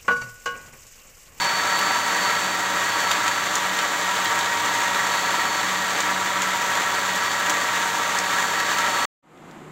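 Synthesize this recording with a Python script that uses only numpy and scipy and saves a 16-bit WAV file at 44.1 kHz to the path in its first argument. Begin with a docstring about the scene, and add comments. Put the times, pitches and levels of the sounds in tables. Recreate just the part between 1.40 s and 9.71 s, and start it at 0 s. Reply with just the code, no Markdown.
"""A jug blender purees fruit and ice close by in a kitchen. Its motor hums and whines at about
187 turns a second. Bubbles collapse behind the blades, so the pulp churns and the plastic jug rings,
and bits of ice tick against the wall. The sound breaks off, and after a short silence a duller,
quieter machine drone swells in."""
import sys
import numpy as np
from scipy import signal
from scipy.fft import rfft, irfft, next_fast_len
from scipy.io import wavfile
from scipy.ndimage import map_coordinates

SR = 44100
rng = np.random.default_rng(int(sys.argv[2]) if len(sys.argv) > 2 else 0)


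def file_out(sig):
    """Save sig as 16-bit WAV at sys.argv[1]."""
    # one column per channel
    cols = np.atleast_2d(sig).T
    # limit, then scale
    lim = np.clip(cols, -1, 1)
    pcm = np.round(lim * 32767).astype(np.int16)
    wavfile.write(sys.argv[1], SR, pcm)


N = 366471

# The motor slows and recovers as its load changes: time_s, turns_per_s
MOTOR_SPEED = [(0.0, 186.28), (0.61, 187.78), (0.81, 186.95), (1.3, 188.2), (1.54, 186.51), (1.78, 185.95),
               (1.82, 187.3), (2.18, 188.57), (3.0, 186.73), (3.1, 187.29), (3.72, 185.94), (4.16, 185.45),
               (4.45, 187.35), (4.99, 188.8), (5.39, 186.75), (5.84, 187.53), (6.37, 186.28), (7.3, 186.85),
               (7.65, 184.72)]
# Weaker tones of the motor shaft: cycles_per_turn, level_db
SHAFT_TONES = [(2, -54), (3, -45), (4, -46), (6, -48), (7, -46), (23, -58), (35, -60), (36, -53), (47, -69),
               (53, -64), (60, -73)]
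# The motor's magnetic hum: pitch_hz, level_db
MAGNETIC_HUM = [(49, -68.5), (100, -56)]
# Slow swells and dips of the three main motor tones: middle_s, length_s, change_db
SHAFT_TONE_SWELLS = [(2.25, .5, 3), (4.6, 2.5, 5)]
BLADE_TONE_SWELLS = [(.15, 1.6, 4), (2.25, 1.1, -7), (3.25, 1.1, 6), (4.5, 1, -5.5)]
WHINE_TONE_SWELLS = [(.45, .5, 3.5), (3.15, .3, -4), (3.76, .35, 4), (4.17, .4, 3), (5.92, .5, 3),
                     (6.6, .7, -5), (7.4, .5, 2.5)]
# Ringing notes of the full jug, then thin ones of its wall and blades: pitch_hz, width_hz, relative_db
JUG_NOTES = [(315.7, 18, -11), (472, 39, -12), (603.3, 20, -6), (683, 13, -12), (781, 41, -11),
             (970.3, 25.7, 1.5), (1009, 16, -11), (1164.6, 43, 0), (1217, 24, -8.5), (1330, 25, 3.5),
             (1541, 28, -6), (1663, 100, -1.5), (1876, 27, 3.5), (2166, 51, -18)]
WALL_NOTES = [(3470, 110, 0.5), (3770, 87, 0.5), (5500, 110, -6.5), (6210, 100, -2.5), (7150, 130, 1.5),
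              (7490, 90, -0.5), (8320, 110, -8.5), (11420, 230, -14), (12600, 140, -14), (14550, 220, -12)]
# Big pieces of fruit meet the blades and the jug booms: middle_s, length_s, change_db
JUG_BOOMS = [(.47, 0.18, 2), (2.42, .16, 1.5), (3.62, 0.14, 1.5), (3.93, .25, 1.5), (4.69, .16, 3),
             (6.13, .25, 2), (7.2, 0.11, 2.5), (7.43, 0.29, 2)]
# The colour of each noise, or how strong it is from low to high: pitch_hz, relative_db
PULP_COLOUR = [(25, -45), (70, -30), (110, -8.5), (250, -7), (520, -6), (800, 2), (1500, 3), (2200, -0.5),
               (2700, -4.5), (3500, -3.5), (4200, -7), (5000, -13), (7000, -26.5), (12000, -55)]
SPRAY_COLOUR = [(1000, -26), (3000, -3), (4200, -5.5), (5000, -8.5), (6200, 0), (6500, 0), (7200, 0.5),
                (8000, -5.5), (9300, -17.5), (10400, -18.5), (11600, -16), (13000, -17.5), (15500, -14.5)]
CRACK_COLOUR = [(1500, -31), (4000, -3), (7200, 10.5), (9500, -9.5), (15500, -23.5)]
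KNOCK_COLOUR = [(300, -18.5), (1200, 1.5), (2700, -1), (3800, 2), (6000, -15.5), (12000, -42)]
SNAP_COLOUR = [(5000, -24.5), (9000, -9.5), (12000, -2), (15500, -1)]
DRONE_COLOUR = [(30, -16), (100, -10), (170, 1), (260, 1), (370, 0), (430, -4), (600, -5), (760, -4.5),
                (1250, -6.5), (1700, -11), (2100, -13.5), (3600, -22), (5500, -31.5), (7300, -22),
                (9500, -36), (13000, -35), (15500, -47)]
# Ice hits the blades and wall (levels are relative): start_s, crack_db, knock_db, snap_db
ICE_HITS = [(0.3905, -17, -24, -32), (1.71, -13.5, -19, -37), (1.7144, -17, -21, -32),
            (1.8791, -12.5, -19, -35), (2.154, -8, -27, -31), (2.389, -19, -19, -41),
            (2.8452, -31, -32, -30.5), (2.856, -19, -18.5, -43), (2.9897, -13, -26, -38),
            (3.0594, -24, -22, -44), (3.5463, -24, -20, -42), (4.6039, -8.5, -22.5, -39),
            (5.019, -12, -23, -40), (5.4173, -18.5, -22, -41), (5.7544, -24, -31, -34),
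            (6.0965, -10.5, -26, -33), (6.102, -16.5, -28, -34), (6.787, -9, -25, -41),
            (7.1995, -21.5, -22.5, -32), (7.384, -17, -28, -33)]
# How long the kitchen's echo takes to fade by 60 dB: pitch_hz, fade_s
ECHO_FADES = [(200, .3), (2000, .25), (12000, 0.053)]
# Tones in the drone, set against its rushing noise: pitch_hz, relative_db
DRONE_NOTES = [(320, -11.5), (368, -12), (752, -17), (1240, -20), (2070, -21)]
# Faint ticks in the drone (levels are relative): start_s, crack_db, knock_db, snap_db
DRONE_HITS = [(7.974, -54, -58, -76), (8.111, -41, -52, -64)]

USUAL_TURNS_PER_S = 187  # "strain" is how far the motor falls below this speed
# Sounds that follow the strain: base_db, change_db for each turn a second lost
SHAFT_HUM, BLADE_TONE, WHINE, WHINE_OCTAVE = (-48.2, -.6), (-36.5, 1.2), (-43.5, 2.35), (-62, 1.8)
CHURN, SPRAY = (-24, 0.14), (-33, .1)
OPENING_DB, OPENING_S = 10.5, 2.6  # the whine starts this much louder and settles over this time
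COARSE_DB, COARSE_S = 1.45, .8  # the churning starts louder and eases as the fruit breaks up
NEAR_BASE_S, NEAR_BASE_DB = 6.0, 8  # the whine's overtones grow as we sink toward the motor base
STOP_S, DRONE_START_S = 7.654, 7.824
HUM_GROWS_S, HUM_DB_PER_S = 8.17, 75  # when and how fast the drone's low hum grows


def amp(db):
    """Turn decibels into a number to multiply a sound by."""
    return 10 ** (np.asarray(db) / 20)


def unit(x):
    """Scale a sound to an average strength (rms) of 1."""
    return x / np.sqrt(np.mean(x ** 2) + 1e-20)


def clock():
    """The time of each sample in seconds."""
    return np.arange(N) / SR


def along(points, hz):
    """Read a table of (pitch_hz, value) rows at any pitch, with octaves evenly spaced."""
    pitches, values = np.transpose(points)
    return np.interp(np.log(hz + 1), np.log(pitches + 1), values)


def ramp(start_s, length_s):
    """A straight rise from 0 to 1."""
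    return np.clip((clock() - start_s) / length_s, 0, 1)


def swells(rows):
    """Smooth bumps and dips in level, in dB."""
    return sum(db * np.cos(np.pi * np.clip((clock() - middle_s) / length_s, -.5, .5)) ** 2
               for middle_s, length_s, db in rows)


def wobble(per_s):
    """A smooth curve through this many random values a second."""
    values = rng.standard_normal(int(N * per_s / SR) + 4)
    steps = np.arange(0, N, 16)
    return np.interp(np.arange(N), steps, map_coordinates(values, [steps * per_s / SR]))


def filtered(x, gain_at):
    """Turn each pitch in a sound up or down by gain_at(hz)."""
    size = next_fast_len(N + SR // 2)
    return irfft(rfft(x, size) * gain_at(np.fft.rfftfreq(size, 1 / SR)), size)[:N]


def coloured(x, colour):
    """Shape a noise with a colour table, at strength 1."""
    return unit(filtered(x, lambda hz: amp(along(colour, hz))))


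def strained(setting, strain):
    """The level in dB of a sound that changes as the motor labours."""
    base_db, change_db = setting
    return base_db + change_db * strain


def motor(angle, strain):
    """Tones follow the shaft. Blades and whine grow under strain; the swirling load makes all flutter."""
    def tone(per_turn, db, flutter_db):
        phase = per_turn * angle + 0.14 * wobble(18)
        return np.sqrt(2) * amp(db + flutter_db * (wobble(8) + wobble(40))) * np.sin(phase)
    shaft_db = strained(SHAFT_HUM, strain) + swells(SHAFT_TONE_SWELLS)
    blade_db = strained(BLADE_TONE, strain) + swells(BLADE_TONE_SWELLS)
    whine_db = strained(WHINE, strain) + swells(WHINE_TONE_SWELLS)
    whine_db += OPENING_DB * (1 - ramp(0, OPENING_S))
    octave_db = strained(WHINE_OCTAVE, strain) + NEAR_BASE_DB * ramp(NEAR_BASE_S, length_s=.5)
    shaft = tone(per_turn=1, db=shaft_db, flutter_db=2.0)
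    blades = tone(per_turn=5, db=blade_db, flutter_db=1.1)
    whine = tone(per_turn=24, db=whine_db, flutter_db=1.6)  # the motor's spinning electric contacts
    overtones = tone(per_turn=48, db=octave_db, flutter_db=1.0)
    overtones += tone(per_turn=72, db=octave_db - 4.5, flutter_db=0.5)
    weak_tones = sum(tone(per_turn, db, flutter_db=1.4) for per_turn, db in SHAFT_TONES)
    return shaft + blades + whine + overtones + weak_tones


def magnetic_hum():
    """The electric supply makes the motor hum low, whatever its speed."""
    return sum(np.sqrt(2) * amp(db) * np.sin(2 * np.pi * hz * clock() + .25 * wobble(12))
               for hz, db in MAGNETIC_HUM)


def pops(per_s, spread_db):
    """Collapsing bubbles: tiny clicks of uneven size at random moments."""
    happens = rng.random(N) < per_s / SR
    size = amp(spread_db * rng.standard_normal(N))
    return unit(happens * size * rng.choice([-1, 1], N))


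def ringing(x, notes, dull_above_hz):
    """A shaken part rings at its own notes, at strength 1; thick pulp dulls the high ones."""
    def gain_at(hz):
        peaks = sum(amp(db) * 1j * hz * width / (pitch ** 2 - hz ** 2 + 1j * hz * width)
                    for pitch, width, db in notes)
        return peaks / (1 + (hz / dull_above_hz) ** 4)
    return unit(filtered(x, gain_at))


def churning(angle, strain):
    """Bubbles collapse behind the blades, stirring up pulp and spray and shaking the jug."""
    churn_db = strained(CHURN, strain) + COARSE_DB * np.exp(-clock() / COARSE_S)
    spray_db = strained(SPRAY, strain)
    lumps = amp(0.28 * wobble(7.3) + 0.5 * wobble(35) + 0.68 * wobble(170))  # fruit passes the blades
    beat = 1 + .12 * np.cos(angle) + .13 * np.cos(2 * angle)  # once and twice a turn
    jug_ring = ringing(pops(6000, spread_db=2.5) * beat * lumps, JUG_NOTES, dull_above_hz=3000)
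    jug = amp(churn_db - 2.0 + swells(JUG_BOOMS)) * jug_ring
    pulp = amp(churn_db - 3.5) * coloured(pops(14000, spread_db=3.5) * beat * lumps, PULP_COLOUR)
    fizz = pops(16000, spread_db=3) * lumps * amp(0.32 * wobble(40) + .8 * wobble(220))
    spray = amp(spray_db) * coloured(fizz, SPRAY_COLOUR)
    wall_ring = ringing(pops(9000, spread_db=3) * lumps, WALL_NOTES, dull_above_hz=19000)
    wall = amp(spray_db - 5.0) * wall_ring
    crackle = amp(spray_db - 17.5) * coloured(pops(900, spread_db=4.5), SNAP_COLOUR)  # sparse, bright sparks from the motor's brushes
    return jug + pulp + spray + wall + crackle


def ticks(hits, fade_s):
    """Each hit is a short crack, a duller knock and a bright snap, fading 60 dB in fade_s."""
    bursts = np.zeros((3, N))
    t = np.arange(SR // 10) / SR
    shape = amp(-60 * t / fade_s) * (1 - np.exp(-t / 0.00036))
    for start_s, crack_db, knock_db, snap_db in hits:
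        start = round(start_s * SR)
        sizes = amp([crack_db - 8.0, knock_db + 3, snap_db + 5])
        bursts[:, start:start + len(t)] += np.outer(sizes, shape[:N - start])
    return sum(burst * coloured(rng.standard_normal(N), colour)
               for burst, colour in zip(bursts, (CRACK_COLOUR, KNOCK_COLOUR, SNAP_COLOUR)))


def ice_crumbs(count):
    """Small crumbs of ice tick at random moments, most of them faintly."""
    when, size, sharpness = rng.random((count, 3)).T
    crack_db = -30 + 8 * size ** 3
    knock_db = crack_db - 3.5
    snap_db = crack_db - 21.5 + 9 * sharpness
    return ticks(np.transpose([when * STOP_S, crack_db, knock_db, snap_db]), fade_s=.02)


def kitchen_echo(x):
    """The walls send back a short echo whose highs fade first."""
    hz, t, noise = signal.stft(rng.standard_normal(SR // 2), SR, nperseg=256)
    fade = amp(-60 * t / along(ECHO_FADES, hz)[:, None])
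    tail = signal.istft(noise * fade, SR, nperseg=256)[1]
    delayed = np.pad(x, (SR // 200, 0))
    return signal.fftconvolve(delayed, tail / np.linalg.norm(tail))[:N]


def ice_ping(start_s, pitch_hz, level_db, fade_s):
    """One hard chip of ice rings briefly as it strikes."""
    t = np.maximum(clock() - start_s, 0)
    return amp(level_db - 60 * t / fade_s) * np.sin(2 * np.pi * pitch_hz * t)


def machine_drone():
    """A dull rush with wavering tones and two faint ticks swells in; its low hum grows at the end."""
    def tone(hz, db):
        phase = 2 * np.pi * hz * clock()
        return np.sqrt(2) * amp(db + 1.5 * wobble(9)) * np.sin(phase + .5 * wobble(15))
    swell = .08 + .92 * ramp(DRONE_START_S, length_s=0.27)
    hum_db = -11 + HUM_DB_PER_S * np.maximum(clock() - HUM_GROWS_S, 0)
    rush = coloured(rng.standard_normal(N), DRONE_COLOUR)
    tones = tone(hz=153, db=hum_db) + sum(tone(hz, db) for hz, db in DRONE_NOTES)
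    return amp(-43.5) * swell * (rush + tones) + ticks(DRONE_HITS, fade_s=.035)


def scene():
    """The blender, a gap, then the drone; the same in both ears."""
    speed = np.interp(clock(), *np.transpose(MOTOR_SPEED))
    strain = USUAL_TURNS_PER_S - speed
    speed += .16 * wobble(14)  # lumps brake the blades for a moment
    angle = 2 * np.pi * np.cumsum(speed) / SR  # how far the shaft has turned
    ice = ticks(ICE_HITS, fade_s=0.026) + ice_crumbs(count=110)
    ice += ice_ping(start_s=6.0965, pitch_hz=5850, level_db=-23, fade_s=.07)
    blender = motor(angle, strain) + magnetic_hum() + churning(angle, strain)
    blender += ice + amp(-7.5) * kitchen_echo(ice)
    blender_on = np.clip((STOP_S - clock()) / .001, 0, 1)
    drone_on = ramp(DRONE_START_S, length_s=.01)
    mono = blender * blender_on + machine_drone() * drone_on
    return np.array([mono, mono])


def record(dry):
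    """The microphone loses the very highest treble."""
    def treble_cut(hz, above_hz=15720):
        return amp(-np.maximum(hz - above_hz, 0) ** 2 / 1200)
    return np.array([filtered(channel, treble_cut) for channel in dry])


dry = scene()
out = record(dry)
file_out(out)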